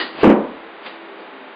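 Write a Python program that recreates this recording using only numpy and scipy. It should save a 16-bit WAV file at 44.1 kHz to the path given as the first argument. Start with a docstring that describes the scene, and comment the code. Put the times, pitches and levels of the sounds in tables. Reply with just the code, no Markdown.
"""A sword, swung fast in a small bedroom, strikes with one heavy thud that sets the room's modes booming.
Before the hit, a steely friction scrape dies away and the blade swishes with turbulent air.
A light brush and a soft shuffle follow, over low hiss and a wavering hum.
The thud overloads a dull little microphone, which limits, clips and passes little treble."""
import sys
import numpy as np
from scipy import signal
from scipy.io import wavfile
from scipy.ndimage import uniform_filter1d

SR = 44100
rng = np.random.default_rng(int(sys.argv[2]) if len(sys.argv) > 2 else 0)


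def dump_mix(stems):
    """Bounce the given channels to the path in sys.argv[1] as a 16-bit WAV at rate SR."""
    frames = np.atleast_2d(stems).T  # one column per channel
    limited = np.clip(frames, -1, 1)  # hard clip at full scale
    pcm = np.round(limited * 32767).astype(np.int16)
    wavfile.write(sys.argv[1], SR, pcm)


N = 68355
T = np.arange(N) / SR


def from_db(db):
    """Amplitude ratio of a level in decibels."""
    return 10 ** (np.asarray(db) / 20)


def at_hz(points, hz):
    """Interpolation on a logarithmic frequency axis."""
    frequencies, values = np.transpose(points)
    return np.interp(np.log(hz), np.log(frequencies), values)


def butter(x, hz, kind, order=2):
    """Causal Butterworth filter: a maximally flat passband."""
    return signal.sosfilt(signal.butter(order, hz, kind, fs=SR, output="sos"), x + 1e-18)


def noise_band(low_hz, high_hz):
    """Band-limited noise of unit rms; division by its running rms evens out slow swings."""
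    band = butter(rng.standard_normal(2 * N), [low_hz, high_hz], "band", order=3)
    power = uniform_filter1d(band ** 2, size=int(3 * SR / (high_hz - low_hz)) + 1500)
    even = (band / np.sqrt(np.abs(power) + 1e-20))[N:]
    return even / np.sqrt(np.mean(even ** 2) + 1e-20)


def coloured(spectrum, envelope):
    """Incoherent third-octave bands share unit power by spectrum; envelope(hz) then scales each."""
    edges = np.geomspace(150, 4900, 16)
    centres = np.sqrt(edges[1:] * edges[:-1])
    gains = from_db(at_hz(spectrum, centres)) * np.sqrt(np.diff(edges))
    gains /= np.linalg.norm(gains)
    return sum(gain * envelope(hz) * noise_band(low, high)
               for gain, hz, low, high in zip(gains, centres, edges, edges[1:]))


def blow(start_s, t60_s, hold_s=0, attack_s=0.0032):
    """Envelope of a damped transient: linear attack, hold, then a fall of 60 dB in t60_s."""
    age = T - start_s
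    return np.clip(age / attack_s, 0, 1) * np.exp(-np.log(1000) * np.maximum(age - hold_s, 0) / t60_s)


def stroke(spectrum, peak_s, peak_db, rise_db_per_s, fall_db_per_s):
    """Noise of a passing motion: exponential growth to a peak, then exponential decay."""
    level_db = peak_db - rise_db_per_s * np.maximum(peak_s - T, 0)
    level_db -= fall_db_per_s * np.maximum(T - peak_s, 0)
    return coloured(spectrum, lambda hz: from_db(level_db))


# Spectrum of the hiss: frequency_hz, relative_density_db
HISS_SPECTRUM = [(130, -19), (200, -5.5), (300, -1.5), (480, 0.5), (900, -1.5), (1500, -3.5), (2200, -7),
                 (3500, -14), (4600, -29.5)]
def hiss():
    """Stationary broadband noise with a steep low cut."""
    return butter(coloured(HISS_SPECTRUM, lambda hz: from_db(-38.5)), 171.4, "high", order=14)


# Swells of the hum: peak_s, pitch_hz, level_db, standard_deviation_s
HUM_SWELLS = [(0.07, 325.3, -45, 0.27), (0.65, 331.7, -47.5, .1), (0.66, 457, -48, 0.048),
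              (0.79, 397, -49.5, .05), (1.007, 333.3, -41, 0.065), (1.105, 397, -42, 0.042),
              (1.186, 327.9, -45, 0.047), (1.3, 858, -53.5, 0.48), (1.37, 394.5, -50, 0.22),
              (1.397, 267.2, -48, 0.087)]
def hum():
    """Tones under Gaussian envelopes waver by beating with narrowband noise."""
    swells = np.zeros(N)
    for peak_s, hz, db, sigma_s in HUM_SWELLS:
        tone = np.sqrt(2) * np.sin(2 * np.pi * hz * T) + 0.15 * noise_band(hz - 15, hz + 15)
        swells += from_db(db) * np.exp(-0.5 * ((T - peak_s) / sigma_s) ** 2) * tone
    return swells


# Spectrum of the shuffle: frequency_hz, relative_density_db
SHUFFLE_SPECTRUM = [(200, -8), (500, 5), (800, -5), (1600, -35), (4000, -24)]
def shuffle():
    """Soft friction noise, mostly in the low midrange, swells and fades."""
    return stroke(SHUFFLE_SPECTRUM, peak_s=1.2, peak_db=-37.5, rise_db_per_s=390, fall_db_per_s=197)


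# Spectrum of the brush: frequency_hz, relative_density_db
BRUSH_SPECTRUM = [(200, -5), (400, 2.5), (620, 2.5), (1000, -1.5), (2000, 0), (3300, -3.5), (4700, -14)]
def brush():
    """Light sliding friction as the arm draws back, with one short catch in the middle."""
    slide = stroke(BRUSH_SPECTRUM, peak_s=0.866, peak_db=-34, rise_db_per_s=296, fall_db_per_s=127)
    catch = from_db(-28.5) * coloured(BRUSH_SPECTRUM, lambda hz: blow(0.8585, t60_s=0.12))
    return slide + catch


# Spectrum of the friction: frequency_hz, relative_density_db
SCRAPE_SPECTRUM = [(170, -9), (320, 7.5), (700, -1.5), (1200, 4), (2400, -2.5), (3500, 0), (4700, -1)]
# Resonances of the blade: pitch_hz, bandwidth_hz, relative_level_db
BLADE_RESONANCES = [(1112, 84, -16.5), (1882, 130, 0.5), (2923, 140, -8), (4250, 140, -18),
                    (4545, 37, -13.5)]
def scrape():
    """Friction excites the steel's resonances; both decay exponentially, the treble first."""
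    rub_fall = [(300, 114.5), (4000, 178)]  # frequency_hz, fall_db_per_s
    steel_fall_db_per_s = 243.5
    rub = coloured(SCRAPE_SPECTRUM, lambda hz: from_db(-21.5 - at_hz(rub_fall, hz) * T))
    steel = sum(from_db(db) * noise_band(hz - width / 2, hz + width / 2)
                for hz, width, db in BLADE_RESONANCES)
    return rub + steel * from_db(-23 - steel_fall_db_per_s * T)


# Spectrum of the air rushing past the blade: frequency_hz, relative_density_db
SWISH_SPECTRUM = [(150, -4.5), (400, 0), (900, -4), (1800, -10.5), (3000, -7.5), (3700, -16.5),
                  (4700, -18.5)]
def swish():
    """Turbulence noise peaks at the blade's top speed; air pushed ahead of it makes a low puff."""
    rush = stroke(SWISH_SPECTRUM, peak_s=0.22, peak_db=-25, rise_db_per_s=187.5, fall_db_per_s=209)
    puff_s, slope_db_per_s = 0.205, 339
    puff = noise_band(40, 120) * from_db(-48.5 - slope_db_per_s * np.abs(T - puff_s))
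    return rush + puff


# Modes of the room: pitch_hz, relative_level_db, t60_s
ROOM_MODES = [(182.2, -4.5, 0.24), (213.6, 1.5, .39), (242, -2, 0.37), (275.8, -3.5, 0.54),
              (313.6, -2, .27), (337.4, 1.5, 0.33), (425.6, -10, 0.405), (455.9, -9.5, 0.6),
              (503.8, -5, 0.46), (554.6, -8.5, 0.55), (585.7, -7.5, 0.52), (676.8, -11.5, 0.25),
              (790, -14.5, 0.42), (922, -16, 0.44), (998, -18.5, 0.76)]
def room_boom(hit_s, build_s=0.04):
    """Standing waves of alternating sign build up after the hit, then decay at their own rates."""
    age = np.maximum(T - hit_s, 0)
    modes = sum((-1) ** k * from_db(db) * np.sin(2 * np.pi * hz * age) * blow(hit_s, t60_s, build_s)
                for k, (hz, db, t60_s) in enumerate(ROOM_MODES))
    return from_db(-8.5) * np.minimum(age / build_s, 1) * modes


# Spectrum of the thud's dense body: frequency_hz, relative_density_db
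BODY_SPECTRUM = [(130, -27.5), (190, 2), (320, 7), (500, 1), (700, -4.5), (950, -8), (1400, -12.5),
                 (2000, -16), (2800, -20.5), (3400, -37), (4200, -58)]
# Reverberation time of that body: frequency_hz, t60_s
BODY_DECAY = [(150, 0.56), (400, 0.49), (1000, 0.64), (2000, 0.31), (4000, .2)]
def reverberation(hit_s):
    """Dense reflections merge into noise whose decay time depends on frequency."""
    tail = coloured(BODY_SPECTRUM, lambda hz: blow(hit_s, at_hz(BODY_DECAY, hz), hold_s=0.065))
    return from_db(-10) * tail


# The direct smack and its first wall reflections: start_s, relative_level_db
SMACK_ARRIVALS = [(0.2314, 0), (0.241, 3.5), (0.251, 1), (0.281, -15.5), (0.309, -3)]
# Spectrum of the smack: frequency_hz, relative_density_db
SMACK_SPECTRUM = [(170, -18), (300, -2), (450, 3.5), (680, -5.5), (950, -6.5), (1400, -24), (2600, -18.5),
                  (3200, -25.5), (4200, -60)]
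def smack(level_db=-3):
    """The contact noise and its early reflections add incoherently, so their powers sum."""
    power = sum((from_db(level_db + db) * blow(start_s, t60_s=0.043)) ** 2
                for start_s, db in SMACK_ARRIVALS)
    return coloured(SMACK_SPECTRUM, lambda hz: np.sqrt(power))


def thud(hit_s=0.2298):
    """Impulsive excitation of a room: the sword's smack, with boom, reverberation and faint rumble."""
    impact = room_boom(hit_s) + reverberation(hit_s) + smack()
    rumble = from_db(-44.5) * noise_band(25, 85) * blow(hit_s, t60_s=1)
    return butter(impact, 111, "high", order=5) + rumble


def scene():
    """Linear superposition of all sources at one microphone."""
    air = swish()
    friction = butter(brush() + shuffle() + scrape(), 159, "high", order=10)
    return (air + friction + thud() + hiss() + hum())[None]


def limiter(x, threshold_db=1.0, attack_s=0.0024, release_db_per_s=301.5):
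    """Automatic gain control: peaks above the threshold lower the gain, which recovers steadily."""
    excess_db = np.maximum(20 * np.log10(np.abs(x) + 1e-9) - threshold_db, 0)
    recovery_db = release_db_per_s * T
    held_db = np.maximum.accumulate(excess_db + recovery_db, axis=-1) - recovery_db
    pole = np.exp(-1 / (attack_s * SR))
    reduction_db = signal.lfilter([1 - pole], [1, -pole], held_db)
    return x * from_db(-reduction_db)


def record(dry):
    """Saturation: the limited thud overloads a narrowband preamp, and the top peaks clip again."""
    preamp_ceiling, output_ceiling, treble_limit_hz = 0.76, 0.715, 4850
    driven = np.clip(limiter(dry), -preamp_ceiling, preamp_ceiling)
    dull = signal.sosfilt(signal.ellip(10, 0.3, 80, treble_limit_hz, fs=SR, output="sos"), driven)
    clipped = np.clip(dull, -output_ceiling, output_ceiling)
    return butter(clipped, 15800, "low", order=12)


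dry = scene()
out = record(dry)
dump_mix(out)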